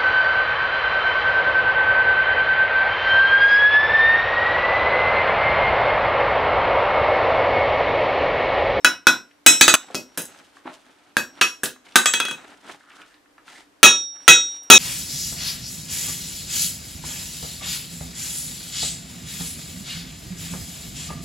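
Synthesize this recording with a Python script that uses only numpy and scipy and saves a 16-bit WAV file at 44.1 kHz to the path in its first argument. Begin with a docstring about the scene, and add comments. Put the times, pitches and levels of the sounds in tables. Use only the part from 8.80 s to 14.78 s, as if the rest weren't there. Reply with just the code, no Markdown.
"""Smith at an anvil in a small wooden shed

Hard hammer blows, bounces and light taps on shoe and anvil: noise cracks, sine clanks and beating sine modes.
Tongs and shoe tick (band-passed noise), the shoe rubs (sparse grit), clothes rustle (swelling noise grains).
Quiet air and a faint hum lie beneath; planks reflect the blows, ticks and rubs. The loudest peaks flatten.
"""
import sys
import numpy as np
from scipy import signal
from scipy.fft import rfft, irfft, next_fast_len
from scipy.io import wavfile

SR = 44100
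rng = np.random.default_rng(int(sys.argv[2]) if len(sys.argv) > 2 else 0)


def store_wav(level_fs):
    """Save 16-bit WAV to argv[1]."""
    pcm = np.round(np.clip(np.atleast_2d(level_fs), -1, 1) * 32767)
    wavfile.write(sys.argv[1], SR, pcm.T.astype(np.int16))


N = 263718


def amp(db):
    """dB to gain."""
    return 10 ** (np.asarray(db) / 20)


def rms_one(x):
    """Scale to rms 1."""
    return x / np.sqrt(np.mean(x ** 2) + 1e-20)


def at_hz(points, hz):
    """Interpolate a table on a log-frequency axis."""
    points = np.array(points)
    return np.interp(np.log(hz), np.log(points[:, 0]), points[:, 1])


def colour(x, spectrum_db):
    """Filter x by a spectrum in relative dB."""
    length = x.shape[-1]
    size = next_fast_len(length)
    hz = np.maximum(np.arange(size // 2 + 1) * SR / size, 1)
    return irfft(rfft(x, size) * amp(at_hz(spectrum_db, hz)), size)[..., :length]


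def bandpass(x, low_hz, high_hz, order=2):
    """Butterworth band-pass."""
    return signal.sosfilt(signal.butter(order, [low_hz, high_hz], "band", fs=SR, output="sos"), x)


def stereo_noise(size, alike):
    """Two channels of white noise with correlation alike."""
    mid, side = rng.standard_normal((2, size))
    return np.sqrt((1 + alike) / 2) * mid + np.sqrt((1 - alike) / 2) * side * [[1], [-1]]


def dying(t, t60_s):
    """Exponential decay, 60 dB in t60_s."""
    return amp(-60 * t / t60_s)


def add(out, x, start_s):
    """Mix x into out at start_s; whatever falls outside out is dropped."""
    i = round(start_s * SR)
    x = x[..., max(-i, 0):]
    i = max(i, 0)
    out[..., i:i + x.shape[-1]] += x[..., :N - i]


def flicker(knots_per_s):
    """Random line through 400 knots of spread 1; the last knot then holds."""
    knots = rng.standard_normal(400)
    return np.interp(np.arange(N) / SR * knots_per_s, np.arange(400), knots)


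# Decay time of the plank walls. Each row: frequency in Hz, t60 in s.
SHED_T60_S = [(60, 0.27), (250, 0.31), (600, 0.27), (1500, 0.24), (5000, 0.21), (14000, 0.16)]
SHED_EDGES_HZ = 25 * 2 ** np.arange(0, 9.6, .5)


def shed(x):
    """Diffuse reflections off plank walls: noise dying band by band, at unit energy."""
    t = np.arange(SR // 2) / SR
    white = stereo_noise(len(t), 0.82)
    tail = np.zeros_like(white)
    for low_hz, high_hz in zip(SHED_EDGES_HZ, SHED_EDGES_HZ[1:]):
        t60_s = at_hz(SHED_T60_S, np.sqrt(low_hz * high_hz))
        tail += bandpass(white, low_hz, high_hz) * dying(t, t60_s)
    tail *= np.minimum(t / 0.0024, 1)
    tail /= np.sqrt(np.sum(tail ** 2) / 2)
    return signal.fftconvolve(x[None], tail, axes=1)[:, :N]


# Spectrum of the air. Each row: frequency in Hz, relative density in dB per Hz.
AIR_SPECTRUM = [(15, -46), (25, -11), (133, -12.5), (290, -8), (401, -5.5), (1580, -10), (2130, -13),
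                (3190, -16.5), (9130, -24), (13700, -30), (15600, -43)]
AIR_DB = -60
HUM_HZ, HUM_WIDTH_HZ, HUM_DB = 290, 14, -66.5


def background():
    """Quiet air as flickering noise; faint hum as narrow-band noise, which wavers."""
    air = rms_one(colour(stereo_noise(N, 0.2), AIR_SPECTRUM))
    air = air * amp(AIR_DB + 1.3 * flicker(8.1))
    half_hz = HUM_WIDTH_HZ / 2
    hum = bandpass(rng.standard_normal(N), HUM_HZ - half_hz, HUM_HZ + half_hz, order=1)
    return air + amp(HUM_DB) * rms_one(hum)


# Swells of sleeves, apron and tools; rise and fall span 20 dB. Each row: time at full level in s,
# rise in s, hold in s, fall in s, dull level in dB, bright level in dB.
RUSTLE_SWELLS = [(1.043, 0.083, 0.11, 0.054, -53, -58), (1.575, 0.45, 0.011, 0.16, -49.5, -52.5),
                 (1.775, 0.073, 0.011, 0.057, -59, -56), (1.865, 0.017, .01, 0.079, -38.5, -59.5),
                 (1.933, 0.047, .01, 0.063, -58, -50), (2.061, 0.12, 0.24, .11, -59.5, -63.5),
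                 (2.58, 0.096, 0.016, .03, -47, -54.5), (3.061, 0.034, 0.11, .03, -55, -58),
                 (3.572, 0.06, 0.16, 0.078, -49.5, -57), (3.904, 0.083, .01, 0.062, -38.5, -43),
                 (4.174, .25, 0.048, 0.037, -53.5, -54.5), (4.257, .03, 0.079, .09, -68, -61),
                 (4.676, .04, .13, 0.067, -50, -53.5), (5.362, 0.077, 0.0056, 0.012, -52, -64),
                 (5.407, 0.042, 0.11, 0.028, -58.5, -64), (5.764, 0.39, 0.0041, 0.048, -52.5, -52),
                 (5.846, 0.067, 0.093, 0.036, -56.5, -64)]
# Dull and bright layer spectra. Each row: frequency in Hz, relative density in dB per Hz.
RUSTLE_DULL = [(59, -48), (100, -21.5), (295, -5), (475, -13), (855, -5.5), (1160, -12.5), (1320, -6),
               (4000, -21.5), (5200, -39.5), (8800, -120)]
RUSTLE_BRIGHT = [(1500, -10.5), (3000, 2), (5000, -3.5), (9000, -7.5), (15000, -28.5)]


def rustle():
    """Cloth and grit: dense uneven noise grains, dull and bright, under swells that rise, hold and fall."""
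    full_s, rise_s, hold_s, fall_s, dull_db, bright_db = np.transpose(RUSTLE_SWELLS)[:, :, None]
    t = np.arange(N) / SR
    before = np.maximum(full_s - t, 0) / rise_s
    after = np.maximum(t - full_s - hold_s, 0) / fall_s
    swells = amp(-20 * (before + after))
    out = 0
    for level_db, spectrum in ((dull_db, RUSTLE_DULL), (bright_db, RUSTLE_BRIGHT)):
        grain_db = 4.5 * np.minimum(rng.exponential(1, N), 5.5) + 2.8 * flicker(90)
        grains = stereo_noise(N, .75) * amp(grain_db)
        out = out + np.sum(amp(level_db) * swells, axis=0) * rms_one(colour(grains, spectrum))
    return out


# Shoe rubbing along the anvil. Each row: start in s, length in s, rms level in dB, resonance in Hz.
RUBS = [(4.007, 0.27, -55.5, 1400), (4.27, .11, -64, 1750), (4.674, 0.16, -55.5, 1950)]
RUB_GRAINS_PER_S, RUB_WIDTH_HZ = 1400, 450


def rubs():
    """The shoe slides: sparse uneven grit clicks excite one broad resonance."""
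    out = np.zeros(N)
    for start_s, length_s, level_db, hz in RUBS:
        size = int(length_s * SR)
        clicks = rng.random(size) < RUB_GRAINS_PER_S / SR
        grit = clicks * rng.standard_normal(size) * np.hanning(size) ** .25
        rub = bandpass(grit, hz - RUB_WIDTH_HZ / 2, hz + RUB_WIDTH_HZ / 2)
        add(out, amp(level_db) * rms_one(rub), start_s)
    return out + amp(-4.5) * shed(out)


# Small ticks of tongs and shoe. Each row: start in s, peak level in dB before reflections, pitch in Hz.
TICKS = [(.512, -42.5, 2130), (1.102, -33, 595), (1.152, -13, 5100), (1.404, -30, 4080), (1.419, -19, 9500),
         (1.437, -28, 9400), (1.454, -25, 8250), (1.769, -35, 1260), (1.855, -31, 304), (1.858, -32.5, 800),
         (1.874, -25, 754), (2.857, -17.5, 3870), (2.961, -39.5, 1100), (3.067, -42.5, 2480),
         (3.088, -43, 2230), (3.122, -37.5, 3200), (4.007, -41, 1343), (4.104, -39.5, 2240),
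         (4.118, -40, 2810), (4.217, -35.5, 2200), (4.342, -43, 3140), (4.459, -48.5, 1600),
         (4.58, -38.5, 1376), (4.68, -32, 1470), (5.367, -40.5, 1283), (5.404, -43.5, 1330),
         (5.82, -48.5, 694), (5.833, -37, 8500)]


def ticks():
    """Small bodies knock: short dying noise, band-passed around one pitch."""
    t = np.arange(2000) / SR
    out = np.zeros(N)
    for start_s, peak_db, hz in TICKS:
        burst = rng.standard_normal(len(t)) * dying(t, .018)
        knock = bandpass(burst, hz / 1.35, hz * 1.35)
        add(out, amp(peak_db) * knock / np.max(np.abs(knock)), start_s)
    return out + amp(-2) * shed(out)


# Anvil modes, grouped by the spots that excite them. Each row: frequency in Hz, level in dB within the family,
# t60 in s at ring length factor 1, response to lean. Response x lean below zero cuts the mode by twice that in dB.
MODE_FAMILIES = [
    [(2539, -1, .21, 1), (2553, -2, .21, -.5), (3045, -22, .22, 0)],
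    [(3290, -1, .22, 1), (3311, -1, .24, -.7)],
    [(3762, -1, .42, 1), (3768, -1, .26, -1), (8285, -9, .26, 3)],
    [(3942, 0, .22, 0)],
    [(4517, 0, .25, 0)],
    [(5366, 0, .32, 0), (11565, -4, .25, 0), (14135, -9, .3, 0), (14975, -10, .25, 0)],
    [(5652, 0, .68, 4), (5647, -1, .3, -2)],
    [(6460, 0, .28, 0), (8060, -11, .2, 2)],
    [(6700, 0, .26, 0), (6648, -2, .18, 0)],
    [(7706, 0, .36, 0), (9280, -14, .18, -2)],
    [(9428, 0, .25, 0), (10440, -13, .18, 0), (12880, -12, .19, 0), (13430, -13, .22, 0)],
]
MODE_SCATTER_DB = 0.5   # no two blows strike the modes alike


def ring(t, family_db, bright_db_per_oct, length_factor, lean_db, until_s):
    """Anvil modes ring as dying sines, each with its own phase step and balance; the next contact stills them."""
    rows = []
    for k, family in enumerate(MODE_FAMILIES):
        for hz, db, t60_s, twin in family:
            rows.append((hz, db + family_db[k] + min(twin * lean_db * 2, 0), t60_s, k, twin))
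    hz, db, t60_s, family, twin = np.array(rows).T[:, :, None]
    db = db + bright_db_per_oct * np.log2(hz / hz[0]) + rng.normal(0, MODE_SCATTER_DB, db.shape)
    level = amp(db) * dying(t, t60_s * length_factor) * (1 - np.exp(-t / 0.0046))
    level = level * dying(np.maximum(t - until_s, 0), 0.033)
    # one phase per family; twins start opposed and beat
    start_phase = rng.uniform(0, 2 * np.pi, len(MODE_FAMILIES))[family.astype(int)] + np.pi * (twin < 0)
    phase = 2 * np.pi * hz * t + start_phase
    # high modes reach the two channels further out of step, the more so at positive lean
    lead_rad = np.minimum((.55 + .08 * max(lean_db, 0)) * (hz / 7200) ** 3, 1.3)
    lead_rad = lead_rad + rng.normal(0, .3, db.shape)
    pan_db = rng.normal(0, 1.2, db.shape)
    left, right = (np.sum(level * amp(side * pan_db) * np.sin(phase + side * lead_rad), axis=0)
                   for side in (1, -1))
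    return np.array([left, right])


# Spectra of the crack, of the stump under the anvil and of the shock through the floor.
# Each row: frequency in Hz, relative density in dB per Hz.
CRACK_SPECTRUM = [(80, -39.5), (250, -9.5), (700, -19), (1200, -10), (1550, -2), (2100, -14.5),
                  (2700, -6.5), (4200, -13.5), (6600, -15), (10000, -15), (15600, -28.5)]
STUMP_SPECTRUM = [(70, -25), (130, -8), (175, -5.5), (210, -12), (255, 2), (320, -2), (600, -7),
                  (1200, -26.5)]
FLOOR_SPECTRUM = [(20, -4.5), (60, -5), (130, -7.5), (300, -31)]
# Modes of the hammer head. Each row: frequency in Hz, level in dB before the chink gain, t60 in s.
HAMMER_HEAD = [(3511, -7.5, 0.021), (6260, -4.5, 0.014), (9210, -8.5, 0.027), (12560, -16, 0.013)]
SNAP_T60_S, CLANK_T60_S, THUD_T60_S = 0.001, 0.031, 0.17


def impact(t, crack_db, thud_db, boom_db, sizzle_db, clank_hz, clank_db, chink_db, crack_t60_s):
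    """Steel on steel: noise crack, sine chink of the hammer head, sine clank, noise thud of stump and floor."""
    white = rng.standard_normal((3, len(t)))
    tilt = [(4000, 0), (12000, sizzle_db + 9.0)]
    fall = dying(t, crack_t60_s) + 0.5 * dying(t, SNAP_T60_S)
    crack = rms_one(colour(colour(white[0], CRACK_SPECTRUM), tilt)) * fall
    chink = 0
    for hz, db, t60_s in HAMMER_HEAD:
        chink = chink + amp(db + rng.normal(0, 1.3)) * np.sin(2 * np.pi * hz * t) * dying(t, t60_s)
    clank = amp(clank_db + 5) * np.sin(2 * np.pi * clank_hz * t) * dying(t, CLANK_T60_S)
    steel = amp(crack_db - 6.5) * (crack + amp(chink_db) * chink) + clank
    # small bodies radiate no bass
    steel = signal.sosfilt(signal.butter(3, 210, "high", fs=SR, output="sos"), steel)
    stump = amp(thud_db) * rms_one(colour(white[1], STUMP_SPECTRUM))
    floor = amp(boom_db) * rms_one(colour(white[2], FLOOR_SPECTRUM))
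    return steel + (stump + floor) * dying(t, THUD_T60_S) * (1 - np.exp(-t / 0.00074))


# Hammer blows, levels before the fixed trims in impact(). Each row: start in s, spot, crack level in dB,
# thud level in dB, clank level in dB, ring level in dB, ring brightness in dB per octave.
BLOWS = [ (-0.18, "by the hole", 5, -29.5, -9, -3.5, 2), (0.0466, "by the hole", 5, -24.5, -7.5, -5.5, -4),
         (0.269, "by the hole", 6, -24, -6.5, -5.5, -1.5), (0.663, "bare face", 11.5, -23, -14, -3, -0.4),
         (0.811, "face, bouncing", 10.5, -28.5, -37, -6, 3.5),
         (0.88, "face, bouncing", 8, -25, -22, -9.5, 4.5),
         (0.94, "face, bouncing", 6.5, -47, -10.5, -16, 6.5), (1.146, "shoe", -12.5, -27, -37, -28.5, 2),
         (1.375, "shoe, rattling", -15.5, -28.5, -29.5, -37.5, 7.5),
         (2.368, "shoe", -4, -26.5, -8.5, -23, 2.5), (2.612, "shoe, square", -2, -34, -16, -6.5, -1),
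         (2.834, "shoe, rattling", -12.5, -29, -19.5, -33, 1.5), (3.157, "edge", 4, -45, -10, -16.5, -2.5),
         (3.258, "edge, bouncing", -1, -37, -42, -13, 6),
         (3.337, "edge, bouncing", -5, -37.5, -46, -13, 2.5),
         (3.401, "edge, bouncing", -7, -37, -55, -12, -7),
         (3.452, "edge, bouncing", -14, -54, -38, -17.5, -4.5),
         (3.484, "edge, bouncing", -21, -41, -31.5, -18.5, -6),
         (3.511, "edge, bouncing", -18, -38.5, -45, -23.5, -3), (5.03, "far end", 16, -20, 1.5, 4, -3),
         (5.479, "far end", 15.5, -20.5, -1.5, 5, -3), (5.901, "far end", 16.5, -13, 1, 6, 0.5)]
# Where the hammer lands. Each spot: (treble tilt of the crack in dB before a 9 dB lift, clank in Hz,
# ring length factor, lean in dB, chink gain in dB, crack t60 in s), then (level in dB of mode families 0 to 10).
SPOTS = { "by the hole": ((-21, 1463, 0.7063, -3, -1.5, 0.0269),
         (1.5, -16, -19, -2, -19.5, -9, -9, -13, -12, -14.5, -15)),
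         "bare face": ((-8, 1586.5, 1.01, -1.5, -2, .025),
         (1, -15, -21, -3.5, -24.5, -8.5, -9, -3, -7, 2.5, -10)),
         "face, bouncing": ((-18.5, 1537, 0.87, -1, 1.6, 0.0178),
         (1.5, -17, -10.5, -5.5, -10, -22, -20, -12, -10.5, -8.5, -26)),
         "shoe, rattling": ((3, 1677, 1.26, -8, -4.5, 0.12),
         (0, -5, -20, -7, -24, -17, -19, -10, -12, -21, -15)), "shoe": ((-15, 1617, 0.8, 1, -4, 0.0148),
         (0, -8, -26, -7, -6, -9, -18, -18, -9, -13, -14)),
         "shoe, square": ((-21.5, 1678.5, 1.02, -3, -6, 0.09),
         (-3.5, -11.5, -35.5, -18.5, -20.5, -15.5, -10, -22, -17, -27, -12)),
         "edge": ((-10.5, 1562, 1.1, -7, 3, 0.0576),
         (-12, -23, -7.5, 0, -10.5, -23, -29.5, -21.5, -2.5, 4, 4.5)),
         "edge, bouncing": ((-24.5, 1495, 0.87, -3.5, 2, 0.0383),
         (-4.5, -2, -15, -16.5, -24, -38, -17.5, -16, -16, -11.5, -18)),
         "far end": ((-14, 1338, 1, 3, -3, .025),
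         (-4.5, -6, -8, -13, -32, -31, -11, -6.5, -8.5, -15.5, -14)), }
BOOM_DB = -49   # floor shock re the crack column
DUCK_S, DUCK_DB = .955, -15   # blows before DUCK_S are suddenly turned down while they still ring


def blows():
    """Hammer on anvil, dry and in the shed: the spot sets the colour, the swing sets the strength."""
    t = np.arange(int(.6 * SR)) / SR
    hits = np.zeros((2, N))   # early, late
    rings = np.zeros((2, 2, N))   # early or late, channel, sample
    gaps_s = np.diff([row[0] for row in BLOWS], append=N / SR)
    for blow, gap_s in zip(BLOWS, gaps_s):
        start_s, spot, crack_db, thud_db, clank_db, ring_db, bright_db_per_oct = blow
        settings, family_db = SPOTS[spot]
        sizzle_db, clank_hz, length_factor, lean_db, chink_db, crack_t60_s = settings
        late = int(start_s > DUCK_S)
        hit = impact(t[:SR // 4], crack_db, thud_db, crack_db + BOOM_DB, sizzle_db,
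                     clank_hz, clank_db, chink_db, crack_t60_s)
        add(hits[late], hit, start_s)
        tone = ring(t, ring_db + np.array(family_db), bright_db_per_oct, length_factor, lean_db, gap_s)
        add(rings[late], tone, start_s)
    early, late = (hit + amp(-3.5) * shed(hit) + tone + amp(-9.5) * shed(tone[0])
                   for hit, tone in zip(hits, rings))
    duck = np.where(np.arange(N) < DUCK_S * SR, 1, amp(DUCK_DB))
    return early * duck + late


def scene():
    """All sources summed, background first."""
    return background() + rustle() + rubs() + ticks() + blows()


STOPBAND_HZ, STOPBAND_DB = 16100, 40


def record(dry):
    """Overload squashes peaks near and above full scale; a steep low-pass cuts the top treble."""
    flat = dry / (1 + np.abs(dry / 1.06) ** 14.0) ** (1 / 16.0)
    return signal.sosfilt(signal.cheby2(12, STOPBAND_DB, STOPBAND_HZ, fs=SR, output="sos"), flat)


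dry = scene()
out = record(dry)
store_wav(out)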